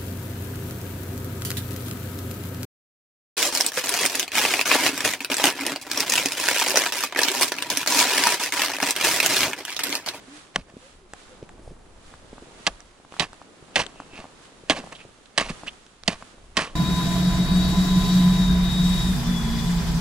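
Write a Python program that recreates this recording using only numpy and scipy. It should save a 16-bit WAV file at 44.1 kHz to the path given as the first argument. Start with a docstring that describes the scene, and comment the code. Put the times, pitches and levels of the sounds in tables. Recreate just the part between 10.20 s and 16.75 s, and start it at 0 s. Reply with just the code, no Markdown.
"""On a snow-covered frozen lake, a steel ice chisel on a wooden pole strikes eight times, close and dry.
Each blow cracks the surface, thuds into the sheet and grinds on through chips and snow; the steel
squeaks in its hole. Between blows packed snow pops under boots, the ice ticks, winter clothes swish
and light air rumbles over a body-worn microphone."""
import sys
import numpy as np
from scipy import signal
from scipy.fft import rfft, irfft, next_fast_len
from scipy.io import wavfile
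from scipy.ndimage import uniform_filter1d, map_coordinates

SR = 44100
rng = np.random.default_rng(int(sys.argv[2]) if len(sys.argv) > 2 else 0)


def int16_out(signal):
    """Quantize to a 16-bit WAV file."""
    q = np.round(np.clip(np.atleast_2d(signal).T, -1, 1) * 32767)
    wavfile.write(sys.argv[1], SR, q.astype(np.int16))


N = 289005
TIME = np.arange(N) / SR
AGE = np.arange(SR // 6) / SR  # time inside one short sound

# chisel blows: t/s, crack level/dB, crack length/s, ring f/Hz, knock level/dB, knock f/Hz,
# splinter lift/dB, rebound delay/s, pan/dB, slide level/dB, slide length/s, thud level/dB, thud f/Hz
BLOWS = [(0.3584, -13, 0.003, 2460, -13.5, 1470, -1, .0019, -0.5, -43, .045, -33, 205),
         (2.4662, -15.5, 0.0088, 3240, -20, 810, -2, .0024, -7, -31, .018, -27, 263),
         (2.996, -20, 0.011, 3780, -26, 756, -6.5, .00184, -14, -25, .039, -19.5, 172.6),
         (3.5573, -14, 0.0085, 2660, -20.5, 790, -3, .00255, -8, -22.5, .06, -33, 340),
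         (4.497, -15.5, 0.013, 3280, -17.5, 760, -2.5, .00183, -6.5, -23.5, .03, -19, 282),
         (5.1768, -14, 0.0082, 1960, -19.5, 563, 1.5, .00175, -7.5, -21.5, .04, -29, 273.4),
         (5.8774, -14.5, 0.006, 2560, -18, 770, 3.5, .0011, -7.5, -31, .055, -15, 192),
         (6.3685, -16.5, 0.009, 1810, -20.5, 1070, 1.5, .00153, -8, -24.5, .078, -17.5, 222)]
# spectra of bright ice grit and of dull crushed snow: f/Hz, level/dB
GRIT_SPECTRUM = [(300, -3.5), (900, -2.5), (1400, -5.5), (2500, 4), (3300, -1.5), (4500, -2.5), (6500, -7),
                 (8500, -14), (11000, -14)]
CRUSH_SPECTRUM = [(50, -23.5), (170, 3), (400, -1), (650, 7), (1100, -7.5), (1500, -7.5), (3000, -33)]
# how hard the boots shuffle: t/s, level/dB
SHUFFLING = [(0.0, -53), (0.31, -58.5), (0.84, -60.5), (1.17, -54), (1.81, -56.5), (2.39, -53), (2.7, -60),
             (3.7, -53), (4.47, -57), (4.67, -51.5), (4.94, -59), (5.18, -59.5), (5.38, -50), (5.69, -62),
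             (5.89, -62), (5.98, -55.5), (6.38, -60.5), (6.55, -50.5)]


def amp(db):
    """Decibels to gain."""
    return 10 ** (np.asarray(db) / 20)


def rms(x):
    """Root mean square."""
    return np.sqrt(np.mean(x ** 2) + 1e-20)


def unit(x):
    """Scaled to rms 1."""
    return x / rms(x)


def along(points, hz):
    """An EQ curve: (Hz, value) points read on a log axis."""
    f, values = np.transpose(points)
    return np.interp(np.log(hz + 1), np.log(f), values)


def fader(points):
    """A gain for every sample from (s, dB) points."""
    return amp(np.interp(TIME, *np.transpose(points)))


def decay(t60):
    """An envelope that falls 60 dB in t60 seconds."""
    return amp(-60 * AGE / t60)


def sine(hz):
    """A sine that follows a pitch curve."""
    return np.sin(2 * np.pi * np.cumsum(hz) / SR)


def wobble(rate):
    """A smooth random curve, rate knots a second."""
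    return map_coordinates(rng.standard_normal(N // 50), [TIME * rate], mode="mirror")


def surge(s, db, half):
    """The power of a push that swells and ebbs around time s."""
    power = np.zeros(N)
    near = slice(*np.searchsorted(TIME, [s - 10 * half, s + 10 * half]))
    power[near] = amp(db) ** 2 / np.cosh((TIME[near] - s) / half) ** 2
    return power


def bump(hz, centre, width):
    """A resonance peak of height 1."""
    return 1 / (1 + (2 * (hz - centre) / width) ** 2)


def filtered(x, response):
    """x times a response of frequency."""
    n = x.shape[-1]
    padded = next_fast_len(n + SR // 10)
    return irfft(rfft(x, padded) * response(np.fft.rfftfreq(padded, 1 / SR)), padded)[..., :n]


def coloured(x, shape_db, size=4096):
    """x through a minimum-phase filter of unit energy with the given dB shape."""
    cepstrum = irfft(np.log(amp(shape_db(np.fft.rfftfreq(size, 1 / SR)))))
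    cepstrum[1:size // 2] *= 2
    cepstrum[size // 2 + 1:] = 0
    kernel = irfft(np.exp(rfft(cepstrum)))
    return signal.fftconvolve(x, kernel / np.linalg.norm(kernel))[:len(x)]


def fractures(envelope, spread_db):
    """Dense tiny breaks of very unequal size, carrying the envelope's energy."""
    n = len(envelope)
    noise = envelope * rng.standard_normal(n)
    sizes = amp(spread_db * np.repeat(rng.standard_normal(n // 20 + 1), 20)[:n])
    return unit(noise * sizes) * rms(envelope)


def rush(spectrum, width, grain_db):
    """Grainy stereo noise of rms 1; width is the gain of side against mid."""
    mid = coloured(fractures(np.ones(N), grain_db), lambda hz: along(spectrum, hz))
    side = coloured(fractures(np.ones(N), grain_db), lambda hz: along(spectrum, hz))
    return unit(np.array([mid + width * side, mid - width * side]))


def placed(x, pan_db, lag_rad=1.0, shadow_hz=900, scatter=0.1):
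    """Pans (+ is left) by the body's shadow; the left treble lags and each side scatters a little."""
    shade = [(150, 0.24), (500, -0.5), (1000, 0.069), (2000, 0.5), (4000, 1.25), (8000, 1.1), (11000, 0.38)]  # body shadow: f/Hz, factor on the pan
    sides = np.array([[1], [-1]])

    def shadow(hz):
        treble = hz ** 4 / (hz ** 4 + shadow_hz ** 4)
        return amp(sides * pan_db * along(shade, hz) / 2) * np.exp(-1j * sides * lag_rad * treble / 2)

    glints = rng.standard_normal((2, len(AGE))) * decay(0.02)
    glints /= np.linalg.norm(glints, axis=1, keepdims=True)
    return filtered(x, shadow) + scatter * signal.fftconvolve(x[None], glints, axes=1)[:, :len(x)]


def add(track, s, sound):
    """Lays a sound into the track at time s."""
    start = max(round(s * SR), 0)
    track[:, start:start + sound.shape[-1]] += sound[..., :max(N - start, 0)]


def air_rumble(trim_db=4, lump_db=2.5, jolt_db=-38.5, jolt_rise_s=0.02, jolt_t60=0.37):
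    """Air rolls over the microphone in lumps, and each blow jolts it."""
    breeze = [(0.0, -68), (0.47, -69), (0.64, -61.5), (1.2, -61), (1.53, -50), (1.92, -56), (3.39, -72),
              (3.67, -64), (4.32, -67), (4.49, -60), (5.07, -67.5), (5.31, -48.5), (5.67, -67.5),
              (6.55, -50.5)]  # strength of the air: t/s, level/dB
    spectrum = [(8, -4.5), (25, 6), (55, -2.5), (100, -6.5), (250, -39)]  # low buffeting: f/Hz, level/dB
    air = fader(breeze) * amp(trim_db) * unit(amp(lump_db * wobble(rate=16)))
    ages = [np.maximum(TIME - s, 0) for s, *_ in BLOWS]
    jolts = sum((1 - np.exp(-age / jolt_rise_s)) * amp(jolt_db - 60 * age / jolt_t60) for age in ages)
    return np.hypot(air, jolts) * rush(spectrum, width=0.13, grain_db=2.0)


def clothes(rustle_trim_db=2.9, swish_trim_db=2.5, pan_db=-3):
    """Winter cloth rustles, and swishes as a sleeve sweeps across the jacket."""
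    rustling = [(0.0, -55.5), (0.22, -53.5), (0.36, -62), (0.97, -70.5), (1.11, -56.5), (1.29, -61.5),
                (1.55, -64.5), (2.26, -55.5), (2.41, -58), (2.61, -58.5), (2.96, -62.5), (3.14, -56.5),
                (3.3, -59), (3.52, -56.5), (3.74, -56), (4.49, -57.5), (4.67, -52), (4.89, -58),
                (5.14, -60), (5.34, -49), (5.6, -56.5), (5.84, -62), (6.0, -53), (6.16, -59.5), (6.38, -62),
                (6.55, -56.5)]  # bed of rustle: t/s, level/dB
    sweeps = [(0.165, -48.5, 0.034), (0.662, -54, 0.075), (1.012, -52.5, 0.063), (1.896, -55, 0.052),
              (2.445, -52, 0.081), (2.958, -50, 0.031), (4.246, -54.5, 0.031), (6.086, -57, 0.043)]  # sleeve sweeps: peak t/s, level/dB, half length/s
    spectrum = [(400, -9.5), (1200, 3), (2200, -1.5), (3400, -1), (5500, -6), (7500, -5.5), (11000, -12)]  # rubbing cloth: f/Hz, level/dB
    rustle = (fader(rustling) * amp(rustle_trim_db)) ** 2
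    swishes = sum(surge(s, db + swish_trim_db, half) for s, db, half in sweeps)
    balance = amp([[pan_db / 2], [-pan_db / 2]])
    return np.sqrt(rustle + swishes) * rush(spectrum, width=0.94, grain_db=2.0) * balance


def sleeve_whistles(flutter=0.02):
    """Ribs of cloth slide over each other; pitch follows the arm's speed."""
    glides = [(0.049, .16, 238, 290, 310, -47), (0.60, 0.095, 471, 526, 610, -53.5),
              (0.799, 0.079, 423, 375, 340, -56), (1.09, 0.071, 563, 503, 490, -52)]  # sleeve glides: t/s, length/s, start f/Hz, middle f/Hz, end f/Hz, level/dB
    out = np.zeros((2, N))
    for s, length, first_hz, middle_hz, last_hz, db in glides:
        progress = np.linspace(0, 1, int(length * SR))
        pitch = np.polyval(np.polyfit([0, .5, 1], [first_hz, middle_hz, last_hz], 2), progress)
        pitch *= 1 + flutter * unit(uniform_filter1d(rng.standard_normal(len(pitch)), size=200))
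        add(out, s, amp(db) * np.sqrt(2) * np.sin(np.pi * progress) * sine(pitch))
    return out


def boots(trim_db=2.45):
    """Boots shuffle in the snow with a dull, grainy scuff."""
    spectrum = [(30, -16), (100, -5.5), (200, -0.5), (400, -2), (700, -6), (1300, -12.5), (2500, -23.5),
                (6000, -60)]  # scuffed snow: f/Hz, level/dB
    return fader(SHUFFLING) * amp(trim_db) * rush(spectrum, width=0.51, grain_db=3.5)


def ice_ticks(end_hz=680, sweep_hz=2500, sweep_s=0.00126, snap_lift_db=10, chirp_trim_db=-5):
    """A bright snap, then a chirp that falls because short bending waves outrun long ones."""
    ticks = [(0.935, -25.5, 8100, -9, 1), (1.292, -41, 7950, 5.5, 5), (2.604, -36.5, 5900, -6, -11),
             (2.923, -33, 2795, -7, 0), (3.131, -34.5, 7400, -5, -4), (3.665, -28, 3270, -10, 21.5),
             (4.663, -32, 1975, -12, -6), (4.724, -31, 1810, -2, -5), (5.058, -44.5, 4090, -19, -19),
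             (5.664, -38.5, 5230, -17, -5), (5.8355, -31.5, 3286, -19, -14)]  # brittle ticks: t/s, level/dB, snap f/Hz, relative chirp level/dB, pan/dB
    spectrum = [(300, 2), (1500, 0.5), (3200, -7), (5000, -12.5), (8000, -10), (11000, -26)]  # snapping ice: f/Hz, level/dB
    chirp = sine(end_hz + sweep_hz / (1 + AGE / sweep_s) ** 1.62) * decay(0.072)
    out = np.zeros((2, N))
    for s, db, snap_hz, chirp_db, pan_db in ticks:
        breaks = fractures(decay(0.0087), spread_db=12.0)
        snap = coloured(breaks, lambda hz: along(spectrum, hz) + snap_lift_db * bump(hz, snap_hz, 1400))
        add(out, s, placed(amp(db) * (snap + amp(chirp_db + chirp_trim_db) * chirp), pan_db))
    return out


def faint_pops(count=16, db=-39, centre_hz=474, spread_octaves=0.41):
    """Cues (s, dB, Hz) for small random pops, more likely while the boots shuffle."""
    chance = np.cumsum(fader(SHUFFLING) ** 2)
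    times = np.interp(rng.random(count), chance / chance[-1], TIME)
    pitches = centre_hz * 2 ** (spread_octaves * rng.standard_normal(count))
    return [(s, db, hz) for s, hz in zip(times, pitches)]


def snow_pops(cycles=0.44, lead_s=0.004, grit_db=-25, settle_db=-11, settle_hz=205, dull_hz=600):
    """Packed snow gives way in gritty pops of about one cycle; under the duller ones it also settles."""
    loud_pops = [(0.541, -34.5, 281), (0.569, -28.5, 358), (1.228, -24.5, 405), (1.395, -33, 362),
                 (1.478, -28, 535), (1.51, -34, 386), (1.94, -28.5, 1100), (2.131, -28.5, 432),
                 (2.182, -28.5, 880), (2.224, -31, 360), (2.85, -33.5, 1000), (2.941, -26, 1114),
                 (2.967, -26.5, 1104), (3.217, -27, 873), (3.427, -34.5, 356), (3.76, -34.5, 805),
                 (3.802, -19.5, 980), (3.821, -32, 880), (4.043, -27, 795), (4.055, -29.5, 770),
                 (4.438, -32.5, 344), (4.641, -25, 657), (4.673, -28, 785), (4.852, -32.5, 447),
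                 (5.435, -22.5, 800), (6.025, -22.5, 1090)]  # single collapses of snow: t/s, level/dB, f/Hz
    since = np.maximum(AGE - lead_s, 0)
    tail = (1 - np.exp(-since / 0.00023)) * amp(-60 * since / 0.045)
    out = np.zeros((2, N))
    for s, db, pop_hz in list(loud_pops) + faint_pops():
        turns = (AGE - lead_s) * pop_hz
        pulse = np.cos(2 * np.pi * turns + rng.uniform(-1, 1)) * np.exp(-np.abs(turns / cycles) ** 1.46)
        grit = coloured(fractures(tail, spread_db=15.5), lambda hz: along(GRIT_SPECTRUM, hz))
        low_tone = np.sin(2 * np.pi * settle_hz * rng.uniform(0.66, 1.82) * since)
        settle = 2 * tail * low_tone / (1 + (pop_hz / dull_hz) ** 2)
        add(out, s - lead_s, amp(db) * (pulse + amp(grit_db) * grit + amp(settle_db) * settle))
    return out


def sheet_thuds(lag_s=0.00376, rise_s=0.0017, rumble_t60=0.079, sag=0.16, sag_s=0.0049):
    """The sheet bends under each blow or weight: higher waves come first, over a short, low rumble."""
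    weights = [(0.383, -29.5, 180), (1.229, -37, 200), (1.511, -32, 172), (2.474, -27, 525),
               (3.658, -35, 396), (3.933, -33.5, 274), (3.989, -27.5, 233), (4.588, -26, 243),
               (5.301, -23, 168), (6.417, -25, 209.6)]  # a boot or the pole settles on the ice: t/s, level/dB, f/Hz
    # rumble of a 220 Hz thud, shifted with each pitch: f/Hz, level/dB
    spectrum = [(20, 3), (110, -13), (200, 3), (500, -9), (1200, -25.5), (4000, -64)]
    strikes = [(s + lag_s, db, thud_hz) for s, *_, db, thud_hz in BLOWS]
    attack = 1 - np.exp(-AGE / rise_s)
    out = np.zeros((2, N))
    for s, db, thud_hz in strikes + list(weights):
        tone = sine(thud_hz * (1 + sag * np.exp(-AGE / sag_s))) * decay(0.6 * rumble_t60)
        noise = coloured(rng.standard_normal(len(AGE)), lambda hz: along(spectrum, hz * 220 / thud_hz))
        rumble = unit(noise) * decay(rumble_t60)
        add(out, s, amp(db) * attack * (1.08 * tone + 0.54 * rumble))
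    return out


def steel_squeaks():
    """The steel rubs in its hole: uneven slips feed one narrow resonance per squeak."""
    rubs = [(3.598, -36, 0.016, 2828, 200), (3.794, -54, .03, 2720, 300), (3.959, -46.5, 0.024, 2650, 300),
            (4.758, -41.5, 0.0051, 3200, 610), (4.811, -45.5, 0.012, 2580, 720),
            (5.482, -30, .005, 2860, 403), (5.491, -38, 0.0027, 3250, 600),
            (6.445, -37.5, 0.024, 1110, 120), (6.464, -45, 0.02, 3040, 396)]  # steel on ice: peak t/s, level/dB, half length/s, f/Hz, width/Hz
    out = np.zeros(N)
    for s, db, half, centre_hz, width_hz in rubs:
        power = surge(s, db, half)
        rubbing = power > 0
        slips = fractures(np.sqrt(power[rubbing]), spread_db=4)
        out[rubbing] += coloured(slips, lambda hz: 12 * np.log10(bump(hz, centre_hz, width_hz)))
    return placed(out, pan_db=-5)


def chisel_eq(hz):
    """The dB colour of the tool's modes, damped by hand and ice."""
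    modes = [(1119, 246, 12), (1740, 350, 7.5), (2060, 450, 3.5), (2690, 100, 4.5), (3047, 150, 4.5),
             (3950, 540, -1.5), (4570, 570, 2.5), (5360, 300, -3.5), (8080, 320, 9)]  # resonances of the tool: f/Hz, width/Hz, lift/dB
    return sum(db * bump(hz, centre, width) for centre, width, db in modes)


def ice_chips(power, count=450, centre_hz=2500, pitch_spread=0.548, cycles_per_30_db=9):
    """Larger chips break off, more often under a hard push; each rings briefly at its own pitch."""
    chance = power ** .25
    starts = rng.choice(N, count, p=chance / chance.sum())
    pitch = np.clip(centre_hz * np.exp(pitch_spread * rng.standard_normal((count, 1))), 500, 10000)
    samples = np.arange(512)
    turns = pitch * samples / SR
    sizes = np.sqrt(power[starts, None]) * rng.exponential(size=(count, 1))
    grains = sizes * np.sin(2 * np.pi * turns) * amp(-30 * turns / cycles_per_30_db)
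    out = np.bincount((starts[:, None] + samples).ravel(), grains.ravel(), N)[:N]
    return unit(out) * np.sqrt(power.mean())


def blade_slide(s, db, length, rise_s=0.012, fade_db_per_s=80):
    """The power of the blade's run into the ice: it builds, fades as the blade slows, and stops."""
    age = np.maximum(TIME - s, 0)
    envelope = amp(db - fade_db_per_s * age) * (1 - np.exp(-age / rise_s))
    return envelope ** 2 / (1 + (age / length) ** 8)


def blade_crunch(jerk_db=1.77, grit_db=-1.5, chips_db=-4):
    """The blade grinds on in stick-slip jerks; grit and crushed snow sound through the tool."""
    # the pole is leant on and bites deeper: peak t/s, level/dB, half length/s, relative crush level/dB
    shoves = [(3.027, -30, .006, -9), (3.6, -29, .01, -23), (3.988, -46, .03, -1), (4.575, -34, .018, -2),
              (4.727, -40.5, .005, 2), (5.255, -38, .022, -3), (5.298, -32, .0083, -4),
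              (5.476, -36, .005, -7), (5.928, -36.5, .005, -16), (6.41, -24, .0043, -15)]
    pushes = [(surge(s, db, half), crush_db) for s, db, half, crush_db in shoves]
    for s, *_, slide_db, slide_s, _thud_db, _thud_hz in BLOWS:
        pushes.append((surge(s - 0.003, db=-46, half=0.007), -4))  # faint gritty lead-in to the blow
        pushes.append((blade_slide(s, slide_db, slide_s), -4))
        pushes.append((surge(s + 0.14, db=-55.5, half=0.009), 4.5))  # pulls free with a soft crush
    jerks = unit(amp(jerk_db * wobble(rate=220))) ** 2
    grind = jerks * sum(power for power, _ in pushes)
    crush = jerks * sum(power * amp(crush_db) ** 2 for power, crush_db in pushes)
    grit = coloured(fractures(np.sqrt(grind), spread_db=2.5),
                    lambda hz: along(GRIT_SPECTRUM, hz) + 0.75 * chisel_eq(hz))
    snow = coloured(fractures(np.sqrt(crush), spread_db=4.5),
                    lambda hz: along(CRUSH_SPECTRUM, hz) + chisel_eq(hz))
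    return placed(amp(grit_db) * grit + snow + amp(chips_db) * ice_chips(grind), pan_db=-6)


def surface_crack(length, ring_hz, splinter_db, rebound_s, ring_db=6, break_s=0.001032, rebound=0.26):
    """The ice gives way in one break and shatters for a few ms; the bouncing blade repeats the crack."""
    spectrum = [(300, -52), (900, -14), (1400, -10), (1900, -2), (3200, 0), (4800, -3), (6500, -8.5),
                (8500, -15), (11000, -23)]  # shattering ice: f/Hz, level/dB
    force = (1 - np.exp(-AGE / 0.00048)) / np.sqrt(1 + (AGE / length) ** 6.8)
    breaks = fractures(force, spread_db=4.5)
    breaks[round(break_s * SR)] += 0.49 * np.linalg.norm(force)  # the one big break

    def colour(hz):
        ring = ring_db * bump(hz, ring_hz, width=350)
        splinters = splinter_db * (1 + np.tanh((hz - 3900) / 1200)) / 2  # treble shelf
        return along(spectrum, hz) + 0.64 * chisel_eq(hz) + ring + splinters

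    crack = coloured(breaks, colour)
    bounced = filtered(crack, lambda hz: 1 + rebound * np.exp(-2j * np.pi * hz * rebound_s))
    return unit(bounced) * rms(force)


def pole_knock(length, knock_hz, rise_s=0.0015, lift_db=8):
    """The wooden pole knocks: a duller burst with one resonance lifted."""
    force = (1 - np.exp(-AGE / rise_s)) / np.sqrt(1 + (AGE / (0.92 * length)) ** 4.8)
    colour = lambda hz: along(CRUSH_SPECTRUM, hz) + chisel_eq(hz) + lift_db * bump(hz, knock_hz, 200)
    return unit(coloured(fractures(force, spread_db=8.0), colour)) * rms(force)


def chisel_blows():
    """The edge bites: each hit layers the crack of the ice with the knock of the pole."""
    out = np.zeros((2, N))
    for s, crack_db, length, ring_hz, knock_db, knock_hz, splinter_db, rebound_s, pan_db, *_ in BLOWS:
        crack = amp(crack_db) * surface_crack(length, ring_hz, splinter_db, rebound_s)
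        knock = amp(knock_db) * pole_knock(length, knock_hz)
        add(out, s, placed(crack + knock, pan_db))
    return out


def scene():
    """Open snow gives no echo: everything is close and dry."""
    chiselling = chisel_blows() + blade_crunch() + steel_squeaks() + sheet_thuds()
    return chiselling + snow_pops() + ice_ticks() + sleeve_whistles() + clothes() + boots() + air_rumble()


def record(dry, ceiling=0.85, top_hz=11060):
    """A soft clip rounds the highest peaks, then a steep low-pass cuts the top."""
    rounded = dry / (1 + np.abs(dry / ceiling) ** 6) ** (1 / 6)
    return filtered(rounded, lambda hz: 1 / np.sqrt(1 + (hz / top_hz) ** 120))


dry = scene()
out = record(dry)
int16_out(out)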